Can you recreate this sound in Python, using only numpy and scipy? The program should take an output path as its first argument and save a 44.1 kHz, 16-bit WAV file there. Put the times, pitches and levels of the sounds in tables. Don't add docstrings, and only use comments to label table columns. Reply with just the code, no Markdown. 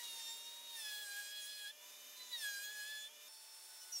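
import sys
import numpy as np
from scipy.fft import rfft, irfft, next_fast_len
from scipy.io import wavfile
from scipy.ndimage import uniform_filter1d, map_coordinates

SR = 44100
rng = np.random.default_rng(int(sys.argv[2]) if len(sys.argv) > 2 else 0)


def to_wav(sig):
    pcm = np.clip(np.atleast_2d(sig), -1, 1) * 32767
    pcm = np.round(pcm).astype(np.int16)
    wavfile.write(sys.argv[1], SR, pcm.T)


N = 176400
JUMP_S, JUMP_PACE = 3.283, 1.4724
BUZZ_HZ = 598
TOP_HZ = 15780


def amp(db):
    return 10 ** (np.asarray(db) / 20)


def unit(x):
    return x / np.sqrt(np.mean(x ** 2) + 1e-20)


def clock():
    return np.arange(N) / SR


def curve(rows):
    return np.interp(clock(), *np.transpose(rows))


def along(points, hz):
    point_hz, values = np.transpose(points)
    return np.interp(np.log(hz + 1), np.log(point_hz + 1), values)


def wobble(knots_per_s):
    knots = rng.standard_normal(int(N * knots_per_s / SR) + 4)
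    return map_coordinates(knots, [clock() * knots_per_s])


def filtered(x, response):
    size = next_fast_len(N + SR // 4)
    return irfft(rfft(x, size) * response(np.fft.rfftfreq(size, 1 / SR)), size)[..., :N]


def pace():
    return np.where(clock() < JUMP_S, 1, JUMP_PACE)


def angle(hz):
    return 2 * np.pi * np.cumsum(hz * pace()) / SR


def tone(phase, hz):
    return np.sqrt(2) * np.sin(phase + rng.uniform(0, 2 * np.pi)) * (hz * pace() < SR / 2)


def noise(spectrum, side_db, fade_s=.006):
    white = rng.standard_normal(N) + amp(side_db) * rng.standard_normal((2, N))
    slow, fast = [unit(filtered(white, lambda hz: amp(along(spectrum, hz / factor)) * (hz < TOP_HZ)))
                  for factor in (1, JUMP_PACE)]
    blend = np.clip((clock() - JUMP_S) / fade_s + .5, 0, 1)
    return (1 - blend) * slow + blend * fast


# start in seconds, end in seconds.
CONTACT_SPANS = [(-.1, 1.718), (2.16, 3.088), (3.8, 3.85), (3.922, 4.1)]


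def contact(ramp_s=.007):
    t = clock()
    return sum(np.clip(np.minimum(t - start, end - t) / ramp_s + .5, 0, 1) for start, end in CONTACT_SPANS)


# frequency in Hz, level in dB.
LOW_HUM_TONES = [(253, -91), (442, -87), (571, -86.5), (1772, -78)]
# time in seconds, relative level in dB.
DUCKED_RUSH_DB = [(0.0, -71.5), (0.705, -74.5), (0.885, -74), (1.805, -78), (1.825, -73), (2.865, -75.5),
                  (3.175, -76.5), (3.375, -74), (3.94, -71.5), (4.0, -72.5)]
# frequency in Hz, relative density in dB.
RUSH_SPECTRUM = [(30, -45), (70, -47), (120, -32), (190, -13), (255, -3.5), (305, -5.5), (390, 1),
                 (700, 0.5), (1100, 1.5), (1450, 1.5), (2200, 1), (3200, -5), (6000, -27)]


def hum_and_rush():
    drone = sum(amp(db + 2.7 * wobble(9)) * tone(angle(hz) + .48 * wobble(25), hz)
                for hz, db in LOW_HUM_TONES)
    ducked_gain = amp(curve(DUCKED_RUSH_DB) + 5 + .59 * wobble(25.18))
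    return drone + ducked_gain * noise(RUSH_SPECTRUM, side_db=-55)


# frequency in Hz, relative level in dB.
HUM_TONES = [(600.4, -77.5), (1200.8, -87.5), (2401.5, -74.5), (3002, -76.5)]


def supply_hum():
    hum = sum(amp(db + wobble(9)) * tone(angle(hz) + .17 * wobble(27), hz) for hz, db in HUM_TONES)
    return hum * amp(2.5 - 3.7 * contact())


def push_block(start_s=3.562, level_db=-66, centre_hz=900, half_width_hz=280, t60_s=.07, attack_s=.0034):
    age_s = np.maximum(clock() - start_s, 0)
    white = rng.standard_normal(N)
    thud = unit(filtered(white, lambda hz: hz / (1 + ((hz - centre_hz) / half_width_hz) ** 2)))
    return thud * amp(level_db - 60 * age_s / t60_s) * (1 - np.exp(-age_s / attack_s))


# spindle multiple, relative level in dB, flutter in radians.
WHINE_ORDERS = [(3, -72.5, 0.83), (3.6, -66, .25), (3.88, -74, 2.4), (6.25, -74.5, 2.5), (8, -82, 0.29),
                (9, -84.5, .5), (11.4, -80.5, 1.8), (12, -73, 0.8), (12.6, -73, 2.5), (15, -91, 0.98)]
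# time in seconds, level in dB.
FUNDAMENTAL_DB = [(0.0, -67), (1.26, -73), (1.585, -87), (1.64, -71), (1.725, -81), (1.845, -74),
                  (2.125, -79.5), (2.195, -71), (2.6, -78), (2.625, -83), (2.75, -74), (3.535, -84.5),
                  (3.93, -66), (4.0, -86)]


def motor(spindle_hz, turn_rad, free_hz=1012, max_drop_db=8, sag_scale_hz=45):
    whine = sum(amp(db + 2.2 * wobble(17)) * tone(order * turn_rad + rad * wobble(90), order * spindle_hz)
                for order, db, rad in WHINE_ORDERS)
    sag_hz = np.maximum(free_hz - spindle_hz, 0)
    drop_db = max_drop_db * (1 - np.exp(-sag_hz / sag_scale_hz))
    fundamental = amp(curve(FUNDAMENTAL_DB) + 2.4 * wobble(20)) * tone(turn_rad, spindle_hz)
    return whine * amp(3.5 - drop_db) + fundamental


# time in seconds, relative level in dB.
DUCKED_HISS_DB = [(0.0, -55), (0.045, -50.5), (0.105, -55), (0.195, -52), (0.275, -55.5), (0.405, -59),
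                  (0.7, -57), (0.815, -53.5), (1.105, -54.5), (1.185, -52.5), (1.33, -56), (1.69, -56.4),
                  (1.71, -62.9), (1.795, -60), (1.835, -57), (2.005, -57), (2.34, -56.5), (2.455, -47.5),
                  (2.47, -55), (3.07, -58), (3.1, -61), (3.28, -57), (3.285, -60), (4.0, -55)]
# frequency in Hz, relative density in dB.
CHIP_SPECTRUM = [(900, -35), (2000, -9), (2700, -4), (3400, 0), (4200, 2), (5200, 0), (7500, -1),
                 (10000, -2), (12500, -5.5), (15500, -11)]
FAN_SPECTRUM = [(900, -41.5), (2000, -10), (2700, -3), (3400, -4.5), (4300, -5), (5200, 0.5), (5850, -1.5),
                (6280, 3), (6800, 0.5), (7600, -5.5), (10000, -5.5), (12500, -5), (15500, -10.5)]


def chips_and_fan(turn_rad, turn_depth=.45, buzz_depth=.14):
    chip_share = contact() * np.clip((curve(RASP_DB) + 70) / 11, 0, 1)
    bursts = (1 + turn_depth * np.sin(turn_rad)) * amp(.9 * wobble(700) + .7 * wobble(28))
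    chips = noise(CHIP_SPECTRUM, side_db=-17) * unit(bursts)
    fan = noise(FAN_SPECTRUM, side_db=-20.5)
    hiss = np.sqrt(chip_share) * chips + np.sqrt(np.abs(1 - chip_share)) * fan
    pulsing = 1 + buzz_depth * np.sin(angle(BUZZ_HZ))
    return amp(curve(DUCKED_HISS_DB) - 1.5 + .73 * wobble(40)) * pulsing * hiss


# centre in Hz, half-width in Hz, boost in dB.
BOARD_MODES = [(3800, 160, 11.5), (4210, 100, 7.5), (5370, 160, 8.5), (6895, 110, 11.5), (7240, 240, 10.5)]


def board_gain(hz):
    return amp(sum(db / (1 + ((hz - centre) / width) ** 2) for centre, width, db in BOARD_MODES))


# time in seconds, relative level in dB.
HOWL_DB = [(0.0, -56), (0.085, -78), (0.1, -86), (0.21, -65.5), (0.25, -82), (0.275, -65), (0.385, -81),
           (0.685, -82), (0.795, -56), (0.83, -68), (0.87, -51.5), (1.235, -51.5), (1.33, -59),
           (1.575, -59), (1.65, -54), (1.71, -57), (1.725, -88), (2.19, -78), (2.205, -62), (2.26, -83),
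           (2.355, -52), (2.375, -65), (2.45, -46.5), (3.05, -55), (3.105, -77.9), (3.805, -85),
           (3.82, -66), (4.0, -70)]
SHRIEK_DB = [(0.0, -60), (0.05, -51.5), (0.64, -56.5), (0.76, -51.5), (0.785, -60), (0.825, -49),
             (1.035, -52.5), (1.065, -75), (1.17, -56.5), (1.265, -62), (1.285, -57), (1.375, -50),
             (1.555, -61), (1.62, -51), (1.71, -54), (1.73, -76), (2.145, -76), (2.16, -64), (2.21, -55),
             (2.3, -68), (2.335, -43.5), (2.405, -53.5), (2.47, -46.5), (2.535, -63.5), (2.625, -63),
             (2.645, -51), (2.79, -64), (2.83, -56), (3.075, -52.5), (3.1, -74), (3.785, -73), (3.82, -60),
             (3.905, -76), (3.915, -48), (3.96, -42), (4.0, -56)]
WHISTLE_DB = [(0.0, -72), (0.19, -71), (0.265, -56), (0.7, -79), (0.8, -59), (0.86, -68), (1.305, -65),
              (1.335, -75), (1.44, -61), (1.53, -76), (1.64, -68), (1.7, -77), (2.405, -75), (2.45, -59.5),
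              (3.05, -60.5), (3.075, -76), (3.905, -76), (4.0, -68)]
RASP_DB = [(0.0, -57.5), (0.27, -57), (0.52, -63), (0.675, -67.5), (0.77, -55.5), (1.09, -58), (1.25, -56),
           (1.32, -59.5), (1.49, -59), (1.695, -60.5), (1.73, -81), (1.79, -70.9), (2.14, -80),
           (2.36, -60.7), (2.395, -53.5), (2.65, -55.5), (2.695, -62.5), (2.77, -57), (3.055, -63),
           (3.095, -74.0), (3.91, -69.5), (4.0, -56.5)]
# spindle multiple, relative level in dB.
RASP_ORDERS = [(3, -7.5), (5, -9), (6, -5.5), (7, -10), (9, -16), (11, -19), (13, -15), (15, -21.5),
               (17, -19)]
SIZZLE_ORDERS = [(10, -5), (12, -5.5), (14, -11), (16, -6.5), (18, -6.5)]


def cutter(spindle_hz, turn_rad, flutter_rad=.03):
    bit_rad = turn_rad + flutter_rad * wobble(260)
    buzz_rad = angle(BUZZ_HZ)

    def harmonic(order, sideband_db):
        phase, hz = order * bit_rad + .12 * wobble(120), order * spindle_hz
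        upper = amp(-5) * tone(phase + buzz_rad, hz)
        lower = amp(-11) * tone(phase - buzz_rad, hz)
        return tone(phase, hz) + amp(sideband_db) * (upper + lower)

    howl = amp(curve(HOWL_DB) - .05 + 2.6 * wobble(30.07)) * harmonic(order=2, sideband_db=-25)
    shriek = amp(curve(SHRIEK_DB) - .1 + 1.8 * wobble(45)) * harmonic(order=4, sideband_db=-10)
    whistle = amp(curve(WHISTLE_DB) - 1.5 + 4.1 * wobble(35)) * harmonic(order=8, sideband_db=-5)
    rasp_db = curve(RASP_DB) - 2
    rasp = np.zeros(N)
    for order, db in RASP_ORDERS + SIZZLE_ORDERS:
        grain_db = 2.8 * wobble(16) + 1.8 * wobble(70)
        gain = amp(rasp_db + db + grain_db) * board_gain(order * spindle_hz)
        rasp += gain * harmonic(order, sideband_db=-2)
    return contact() * (howl + shriek + whistle + rasp)


# time in seconds, turns per second before the pace factor.
SPINDLE_HZ = [(0.0, 966), (0.03, 951), (0.07, 949), (0.09, 935), (0.185, 916), (0.26, 914), (0.505, 941),
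              (0.61, 948), (0.71, 937), (0.765, 917), (0.85, 852), (0.96, 836), (1.005, 844), (1.085, 812),
              (1.165, 813), (1.17, 823), (1.265, 819), (1.29, 828), (1.4, 835), (1.435, 828), (1.505, 842),
              (1.6, 836), (1.665, 820), (1.72, 875), (1.73, 900), (1.77, 942), (1.85, 984), (1.925, 996),
              (2.085, 1008), (2.19, 1005), (2.32, 990), (2.345, 967), (2.435, 857), (2.45, 837),
              (2.56, 805), (2.59, 806), (2.645, 832), (2.685, 832), (2.7, 846), (2.79, 842), (2.805, 832),
              (2.845, 839), (2.895, 864), (2.995, 855), (3.07, 869), (3.15, 961), (3.23, 990), (3.275, 996),
              (3.28, 1011), (3.795, 1011), (3.895, 1003), (3.935, 985), (3.985, 923), (4.0, 922)]
# frequency in Hz, left minus right in dB.
BALANCE_DB = [(60, 0), (1200, 0), (1700, 0), (2600, -1), (3400, -2), (4300, -1.2), (6500, -.3), (15000, 0)]
# frequency in Hz, lead of the left port in radians.
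LEAD_RAD = [(0, 0.16), (2410, -0.0), (3010, 0.021), (5080, -0.29), (5340, -0.0011), (5600, 0.39),
            (6800, 0.072), (11500, -0.18), (13400, 0.34), (14000, 0.089), (15000, 0.36), (16500, 0.099)]


def scene():
    spindle_hz = uniform_filter1d(curve(SPINDLE_HZ), size=400, mode="nearest") + .9 * wobble(28)
    turn_rad = angle(spindle_hz)
    mix = hum_and_rush() + supply_hum() + push_block()
    mix += motor(spindle_hz, turn_rad) + chips_and_fan(turn_rad) + cutter(spindle_hz, turn_rad)
    side = np.array([[.5], [-.5]])
    return filtered(mix, lambda hz: amp(along(BALANCE_DB, hz) * side)
                    * np.exp(1j * along(LEAD_RAD, hz) * side))


def record(dry):
    return filtered(dry, lambda hz: amp(along([(40, -11.5), (170, -.5)], hz)) * (hz < TOP_HZ))


dry = scene()
out = record(dry)
to_wav(out)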